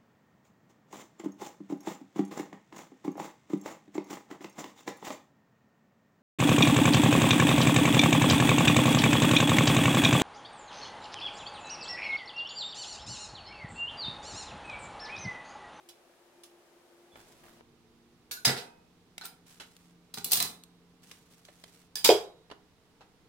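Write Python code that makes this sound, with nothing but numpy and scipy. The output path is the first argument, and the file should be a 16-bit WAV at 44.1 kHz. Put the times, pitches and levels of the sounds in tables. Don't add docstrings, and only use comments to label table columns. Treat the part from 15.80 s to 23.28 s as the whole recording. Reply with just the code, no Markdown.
import sys
import numpy as np
from scipy import signal
from scipy.fft import rfft, irfft
from scipy.io import wavfile
from scipy.ndimage import uniform_filter1d

SR = 44100
rng = np.random.default_rng(int(sys.argv[2]) if len(sys.argv) > 2 else 0)


def master(y):
    cut = np.clip(np.atleast_2d(y).T, -1, 1)
    pcm = np.round(cut * 32767)
    wavfile.write(sys.argv[1], SR, pcm.astype(np.int16))


N = 329977
TIME = np.arange(N) / SR
SIZE = 2 ** 15
AGE = np.arange(SIZE) / SR
BINS = np.fft.rfftfreq(SIZE, 1 / SR)

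PLACES = {"left": (0, -1.3, -14), "middle": (0, -4, -2.2), "right": (0.8, -4, -17.5)}


def clanks(casings):
    # start in seconds, grinder, level in dB, tilt in dB per octave, t60 in seconds.
    hits = [ (2.5113, "left", -32, 3, 0.045), (2.515, "left", -28, 8.5, 0.039),
            (2.6475, "left", -24, 3, 0.042), (2.651, "left", -14.5, 4, 0.055),
            (2.6754, "left", -20.5, -1.5, 0.045), (2.6935, "left", -21.5, -5, 0.035),
            (2.771, "left", -34, 2.5, 0.022), (3.4205, "left", -39, -1, .014),
            (3.4635, "left", -37, 6, .012), (4.3394, "middle", -31.5, -.5, 0.045),
            (4.3735, "middle", -33, -5, 0.047), (4.3832, "middle", -27, -2, 0.014),
            (4.444, "middle", -19, 4.5, 0.03), (4.518, "middle", -10.5, 6.5, 0.026),
            (4.531, "middle", -13, 1.5, 0.045), (4.5545, "middle", -18, 0, .014),
            (4.570, "middle", -21, -2, .02), (4.6012, "middle", -14, 1, .016),
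            (4.6259, "middle", -8, 4, .009), (6.1545, "right", -24, 2, .03),
            (6.242, "right", -21, -0.5, .03), (6.245, "right", -11, 0.5, 0.065),
            (6.2568, "right", -16, -2.5, 0.035), (6.2605, "right", -15, 7, 0.017),
            (6.2755, "right", -15, 2.5, .02), (6.2897, "right", -9.5, -6.5, 0.018),
            (6.302, "right", -19.5, -4, 0.082)]
    for start, grinder, db, tilt_db, t60 in hits:
        pan_db, room_db, _ = PLACES[grinder]
        spot_db = casings[grinder] + mode_ripple(depth_db=2.3, spacing_hz=150)
        yield start, amp(db) * sides(pan_db) * clatter(spot_db, tilt_db, t60), room_db + glancing(t60)


def casing_responses():
    housings = {"left": [(50, -43.5), (125, -18.5), (450, -15), (720, -12), (1000, -15.5), (1700, -11),
                (3000, -15.5), (4100, -11), (6000, -21), (9000, -21.5), (14000, -34.5), (16000, -32)],
                "middle": [(50, -41), (200, -5.5), (520, -11.5), (720, -8), (1400, -9), (1850, -9.5),
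                (2400, -5.5), (3300, -5.5), (4400, 0.5), (9300, -4), (11800, -8.5), (16000, -9)],
                "right": [(100, -31), (300, -23), (950, -17), (1800, -20), (3000, -9.5), (5300, -9.5),
                (9000, -14.5), (13000, -17.5), (16000, -20)]}
    guards = {"left": [(3720, 260, 5), (4950, 260, 6), (12560, 500, 10)], "middle": [(4080, 240, 5),
              (4750, 400, 3), (14000, 1100, 8)], "right": [(2430, 130, 3.5), (4940, 220, 9), (7600, 500, 4),
              (14200, 400, 7)]}
    casings = {}
    for grinder, housing in housings.items():
        peaks = sum((amp(db) - 1) / np.hypot(1, 2 * (BINS - hz) / width) ** 2
                    for hz, width, db in guards[grinder])
        guard_db = 20 * np.log10(np.maximum(1 + peaks, .1))
        casings[grinder] = curve(housing, BINS) + guard_db + mode_ripple(depth_db=2, spacing_hz=130)
    return casings


def mode_ripple(depth_db, spacing_hz):
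    ripple = np.interp(BINS / spacing_hz, np.arange(1024), rng.standard_normal(1024))
    return depth_db * ripple * BINS / (BINS + 500)


def clatter(colour_db, tilt_db, t60, rise_s=0.00085, chatter_db=4.5):
    rebounds = amp(chatter_db * np.minimum(unit(smooth_noise(SIZE, width=24)), 1))
    fall = amp(-60 * AGE / t60) * (1 - np.exp(-AGE / rise_s))
    burst = coloured(mic_noise(SIZE) * rebounds * fall, colour_db, tilt_db)
    return np.sqrt(np.mean(fall ** 2)) * unit(burst)


def hook_rings(flutter_db=3, flutter_s=.007, mute_t60=.08):
    modes = {"bare": [(3441, -8, .2), (6400, -4, .1), (10000, 1, .2)], "left": [(1427, -5, .25),
             (1680, -9, .2), (4371, -8, .22), (5566, -10, .22), (5857, -5, .16), (6982, -7, .25),
             (9588, -8, .25), (9800, -7, .2), (12250, -7, .2)], "nudged": [(1500, -1, .12),
             (4100, -1, .08)], "squeezed": [(7900, -3, .04), (8540, 0, .05)], "shifted": [(1373, 0, .17),
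             (7763, -7, .25), (9534, -3, .22), (14500, -1, .16), (14710, 2, .15)],
             "middle": [(3962, -6, .4), (4130, -5, .3), (4404, -7, .3), (7790, -9, .15), (9500, -9, .3),
             (10020, -1, .22), (10300, -3, .18), (13000, -11, .15)], "right": [(1728, -12, .25),
             (3440, -16, .35), (4850, -6, .35), (4950, 0, .22), (9453, -5, .25), (9620, -8, .2),
             (15330, -11, .2)], "pinched": [(4995, 0, .07), (12600, -13, .15)], "sliding": [(800, -5, .1),
             (2810, 0, .3)], "seated": [(720, 0, .08), (1040, 0, .2), (1180, -7, .1)],
             "rattling": [(3120, -3, .06), (3219, -8, .22), (3262, 4, .06), (3330, -6, .2),
             (4883, -13, .22), (4990, -10, .16)], "swinging": [(3441, 0, .6)], "shank": [(3850, 0, .8),
             (3868, -8, .5)], "loaded": [(700, -4, .6), (942, -1, .65), (1238, -10, .6), (1560, -11, .6),
             (2530, -8, .7)]}
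    # start in seconds, kind of touch, level in dB, seconds until muted, room share in dB.
    strikes = [(.635, "bare", -59, .01, -6), (1.318, "swinging", -64, .5, -10),
               (2.514, "left", -41, .13, -7), (2.572, "nudged", -47, .02, -8),
               (2.656, "pinched", -17.5, .008, -14), (2.679, "pinched", -27, .004, -14),
               (2.702, "pinched", -30, .004, -14), (3.417, "nudged", -45, .015, -10),
               (3.443, "squeezed", -43, .008, -14), (2.77, "loaded", -54.5, .6, 0),
               (3.4521, "shifted", -47, 0.18, -20), (4.340, "middle", -51, .086, -8),
               (4.444, "middle", -41.5, .11, -5), (4.53, "shank", -47, 0.46, -12),
               (4.52, "sliding", -36, .12, -10), (4.61, "seated", -36.5, .1, -12),
               (6.156, "right", -36.5, .13, -4), (6.301, "rattling", -23, .15, -10),
               (6.29, "shank", -51, 0.66, -12)]
    glides = {"sliding": (.08, .015)}
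    for start, touch, db, free_s, room_db in strikes:
        hz, mode_db, t60 = np.transpose(modes[touch])[:, :, None]
        flat, settle_s = glides.get(touch, (0, 1))
        turns = hz * (AGE - flat * settle_s * (1 - np.exp(-AGE / settle_s)))
        flutter = np.array([np.interp(AGE / flutter_s, np.arange(SIZE), rng.standard_normal(SIZE))
                            for _ in hz])
        muting_db = 60 * np.maximum(AGE - free_s, 0) / mute_t60
        level = amp(mode_db + flutter_db * flutter - 60 * AGE / t60 - muting_db)
        yield start, amp(db) * modes_at_mics(level, turns, spread=0.57), room_db


def bench_thumps():
    # start in seconds, grinder, level in dB.
    landings = [(2.665, "left", -29), (2.695, "left", -38), (4.373, "middle", -45.5),
                (4.528, "middle", -50.5), (4.575, "middle", -41.5), (4.605, "middle", -48.5),
                (6.29, "right", -11.5)]
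    modes = {"left": [(131, 5.5, 0.14), (205, 4.5, .1), (245, 3.5, 0.1), (576, -6, .15), (690, -7, 0.2)],
             "middle": [(120, 4.5, 0.078), (230, -3, .09), (407.3, -1.5, 0.09), (760, 1, 0.05)],
             "right": [(338, -5, 0.19), (388.4, -4.5, .23), (415, -1.5, 0.24), (446.3, -1.5, 0.21),
             (468, 14.5, 0.038), (496, -5.5, 0.19), (530, -5, 0.15), (615, -7, .24), (642, -10, .22),
             (713, -2.5, 0.14), (800, -7.5, 0.13), (877, -6, 0.067), (929, -10, 0.14), (2470, -15.5, 0.12)]}
    load_s = {"left": .008, "middle": .006, "right": .0037}
    for start, grinder, db in landings:
        hz, mode_db, t60 = np.transpose(modes[grinder])[:, :, None]
        ring = modes_at_mics(amp(mode_db - 60 * AGE / t60), hz * AGE, spread=0.09)
        loading = 1 - np.exp(-(AGE / load_s[grinder]) ** 2)
        _, _, room_db = PLACES[grinder]
        yield start, amp(db) * ring * loading, room_db


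def guard_skids(casings, room_db=0.5):
    # start and length in seconds, grinder, level in dB, tilt in dB per octave.
    skids = [(2.655, 0.025, "left", -30.5, -1.5), (2.767, 0.023, "left", -37.5, 0),
             (3.412, 0.01, "left", -45.5, -0.5), (3.4375, 0.016, "left", -43.5, -0.5),
             (4.459, 0.016, "middle", -48, -5.5), (4.5, 0.032, "middle", -43.5, -1),
             (4.512, 0.069, "middle", -29, 1.5), (4.604, 0.047, "middle", -33, -1.5),
             (6.168, 0.027, "right", -42, -1.5), (6.25, 0.047, "right", -28.5, -3)]
    for start, length, grinder, db, tilt_db in skids:
        pan_db, _, _ = PLACES[grinder]
        yield start, amp(db) * sides(pan_db) * friction(length, casings[grinder], tilt_db), room_db


def friction(length, colour_db, tilt_db, slips_per_s=250, spread_db=3, slip_t60=0.018, fade_db=-6.5):
    slips = (rng.random(SIZE) < slips_per_s / SR) * amp(spread_db * rng.standard_normal(SIZE))
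    slips[0] = 1
    power = signal.fftconvolve(slips ** 2 * (AGE < length), amp(-60 * AGE / slip_t60) ** 2)[:SIZE]
    grip = np.sqrt(abs(power) * length * SR / power.sum())
    slowing = amp(fade_db * np.minimum(AGE / length, 1))
    return coloured(mic_noise(SIZE) * grip * slowing, colour_db, tilt_db)


def light_taps(room_db=-10):
    # start in seconds, level in dB, tilt in dB per octave, t60 in seconds.
    taps = [(0.088, -46, 5.5, 0.11), (0.634, -49, 5.5, 0.13), (1.3566, -37.5, -6.5, 0.016),
            (1.8081, -40, -10.5, 0.014), (3.3796, -28.5, 2, 0.018), (3.453, -33, 10, 0.046),
            (3.798, -41.5, -1, 0.17), (3.966, -35.5, 3, 0.0063), (4.837, -25, 5, 0.0035),
            (5.313, -37.5, 1, 0.028), (5.65, -46.5, 2, 0.034), (5.685, -46.5, -6, 0.053),
            (5.838, -36.5, 0.5, 0.02), (6.700, -43.5, -6, 0.033), (6.712, -36, -6.5, 0.047),
            (7.207, -51.5, -5.5, 0.16)]
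    # frequency in Hz, relative level in dB.
    colour = [(100, -10), (400, 1), (2000, 2), (3500, 5), (6000, -2), (10000, -7.5), (16000, -19)]
    for start, db, tilt_db, t60 in taps:
        spot_db = curve(colour, BINS) + mode_ripple(depth_db=3.6, spacing_hz=110)
        yield start, amp(db) * clatter(spot_db, tilt_db, t60), room_db + glancing(t60)


def hand_scrapes(room_db=-10):
    # start and length in seconds, level in dB.
    drags = [(1.365, 0.05, -55.5), (1.636, 0.083, -56.5)]
    # frequency in Hz, relative level in dB.
    colour = [(900, -5), (1900, -7), (3500, -14), (6000, -19)]
    for start, length, db in drags:
        yield start, amp(db) * friction(length, curve(colour, BINS), tilt_db=0), room_db


def sleeve_rustle(catch_db=2.5, pull_db=2.6, low_hz=1100, attack_s=.02, release_s=.03):
    # start and length in seconds, level in dB, fade in dB per second.
    moves = [(1.065, 0.44, -85, -6), (1.38, 0.39, -67.5, -4), (3.657, 0.13, -55, -73),
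             (3.804, 0.31, -63.5, -26), (5.218, 0.21, -57, -40), (5.45, 0.61, -65, -2.5)]
    # frequency in Hz, relative level in dB.
    cloth = [(880, -3.5), (2040, -5), (8400, -5.5), (16000, -14.5)]
    catches = amp(catch_db * unit(smooth_noise(N, width=140)))
    pulls = amp(pull_db * unit(uniform_filter1d(smooth_noise(N, width=1000), size=300)))
    slide = signal.sosfilt(signal.butter(2, low_hz, "high", fs=SR, output="sos"), hiss(cloth))
    strokes = np.zeros(N)
    for start, length, db, fade_db in moves:
        age = TIME - start
        gate = np.clip(age / attack_s, 0, 1) * np.clip(1 - (age - length) / release_s, 0, 1)
        strokes += gate * amp(db + fade_db * np.clip(age, 0, length))
    return strokes * unit(slide * catches * pulls)


def workshop_echoes(sent, gap_s=0.0035, build_s=0.00077):
    # frequency in Hz, the room's t60 in seconds.
    decay = [(100, 0.35), (400, 0.47), (1000, 0.44), (2500, 0.3), (5000, 0.27), (9000, 0.29), (16000, 0.25)]
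    hz, t, bands = signal.stft(mic_noise(SIZE), SR, nperseg=256)
    bands = bands * amp(-60 * t / curve(decay, hz)[:, None])
    tail = signal.istft(bands, SR, nperseg=256)[1][:, :SIZE]
    tail *= 1 - np.exp(-np.maximum(AGE - gap_s, 0) / build_s)
    return signal.fftconvolve(sent, tail / np.linalg.norm(tail[0]), axes=1)[:, :N]


def glancing(t60, brief_s=.015, drier_db=-4.5):
    return drier_db * np.exp(-(t60 / brief_s) ** 2)


def room_air(above_from_s=1.335, front_until_s=1.81, fade_s=0.012):
    # frequency in Hz, relative level in dB.
    front_colour = [(43, -51), (212, -31), (263, -11), (293, -30), (344, -4.5), (405, -15), (714, -14),
                    (988, -19.5), (11300, -34.5), (16000, -40)]
    above_colour = [(25, -11.5), (206, -6.5), (236, -15), (317, -6), (344, -14), (463, -7), (516, -18.5),
                    (754, -17), (1160, -19), (1560, -23), (3820, -25), (16000, -39.5)]
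    front = amp(-62.5) * np.clip((front_until_s - TIME) / fade_s + .5, 0, 1)
    above = amp(np.interp(TIME, [above_from_s - fade_s, above_from_s], [-75.5, -64.5]))
    return front * sides(3.1) * hiss(front_colour) + above * sides(-0.73) * hiss(above_colour)


def motor_hum(waver_db=1.8, drift_rad=.5):
    # frequency in Hz, top level in dB, its time in seconds, fade either side in dB per second.
    partials = [(173.7, -62.5, 4.7, 6), (235, -67, 2.2, 10.5), (253, -69, 4.8, 6), (346, -66, 0.96, 6)]
    knots = np.linspace(0, N / SR, num=50)
    hum = np.zeros(N)
    for hz, db, top_s, fade_db in partials:
        waver, drift = (np.interp(TIME, knots, v) for v in rng.standard_normal((2, len(knots))))
        level = amp(db - fade_db * abs(TIME - top_s) + waver_db * waver)
        hum += level * np.sqrt(2) * np.sin(2 * np.pi * hz * TIME + drift_rad * drift)
    return hum


def mic_noise(size):
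    # frequency in Hz, left-right likeness from 0 to 1.
    likeness = [(50, 0.072), (110, 1), (150, 0.87), (500, 0.87), (900, 0.56), (1500, 0.41), (3000, 0),
                (16000, 0)]
    same = curve(likeness, np.fft.rfftfreq(size, 1 / SR))
    mid, side = rfft(rng.standard_normal((2, size)))
    mid, side = mid * np.sqrt((1 + same) / 2), side * np.sqrt((1 - same) / 2)
    return irfft([mid + side, mid - side], size)


def modes_at_mics(level, turns, spread):
    phase = spread * rng.uniform(-np.pi, np.pi, (2, len(turns)))
    return (np.exp(1j * phase) @ (level * np.exp(2j * np.pi * turns))).imag


def coloured(burst, colour_db, tilt_db, pivot_hz=4000):
    gain = unit(amp(colour_db + tilt_db * np.log2(np.clip(BINS, 700, None) / pivot_hz)))
    log_gain = np.log(np.r_[gain, gain[-2:0:-1]])
    causal = np.exp(np.conj(signal.hilbert(log_gain)))[:len(BINS)]
    return irfft(rfft(burst) * causal)


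def hiss(colour):
    gain = amp(curve(colour, np.fft.rfftfreq(N, 1 / SR)))
    return unit(irfft(rfft(mic_noise(N)) * gain, N))


def smooth_noise(size, width):
    return uniform_filter1d(rng.standard_normal(size), size=width)


def curve(points, hz):
    point_hz, value = np.transpose(points)
    return np.interp(np.log(hz + 1), np.log(point_hz), value)


def sides(db):
    return amp([[db / 2], [-db / 2]])


def amp(db):
    return 10 ** (np.asarray(db) / 20)


def unit(x):
    return x / np.sqrt(np.mean(x ** 2) + 1e-20)


def add(mix, start, sound):
    part = mix[:, round(start * SR):][:, :sound.shape[-1]]
    part += sound[:, :part.shape[1]]


def scene():
    casings = casing_responses()
    contacts = [*clanks(casings), *guard_skids(casings), *hand_scrapes(),
                *hook_rings(), *bench_thumps(), *light_taps()]
    direct, sent = np.zeros((2, 2, N))
    for start, sound, room_db in contacts:
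        add(direct, start, sound)
        add(sent, start, amp(room_db) * sound)
    return direct + workshop_echoes(sent) + sleeve_rustle() + room_air() + motor_hum()


def record(dry):
    # frequency in Hz, left minus right in dB.
    balance = [(100, -1), (500, 0), (1400, -1.5), (3000, -3.5), (5500, -4.5), (9000, .7), (16000, 0)]
    lean_db = curve(balance, np.fft.rfftfreq(N, 1 / SR)) / 2
    heard = irfft(rfft(dry) * amp([lean_db, -lean_db]), N)
    band_limit = signal.firwin(401, cutoff=16100, window=("kaiser", 9), fs=SR)
    return signal.oaconvolve(heard, band_limit[None], "same", axes=1)


dry = scene()
out = record(dry)
master(out)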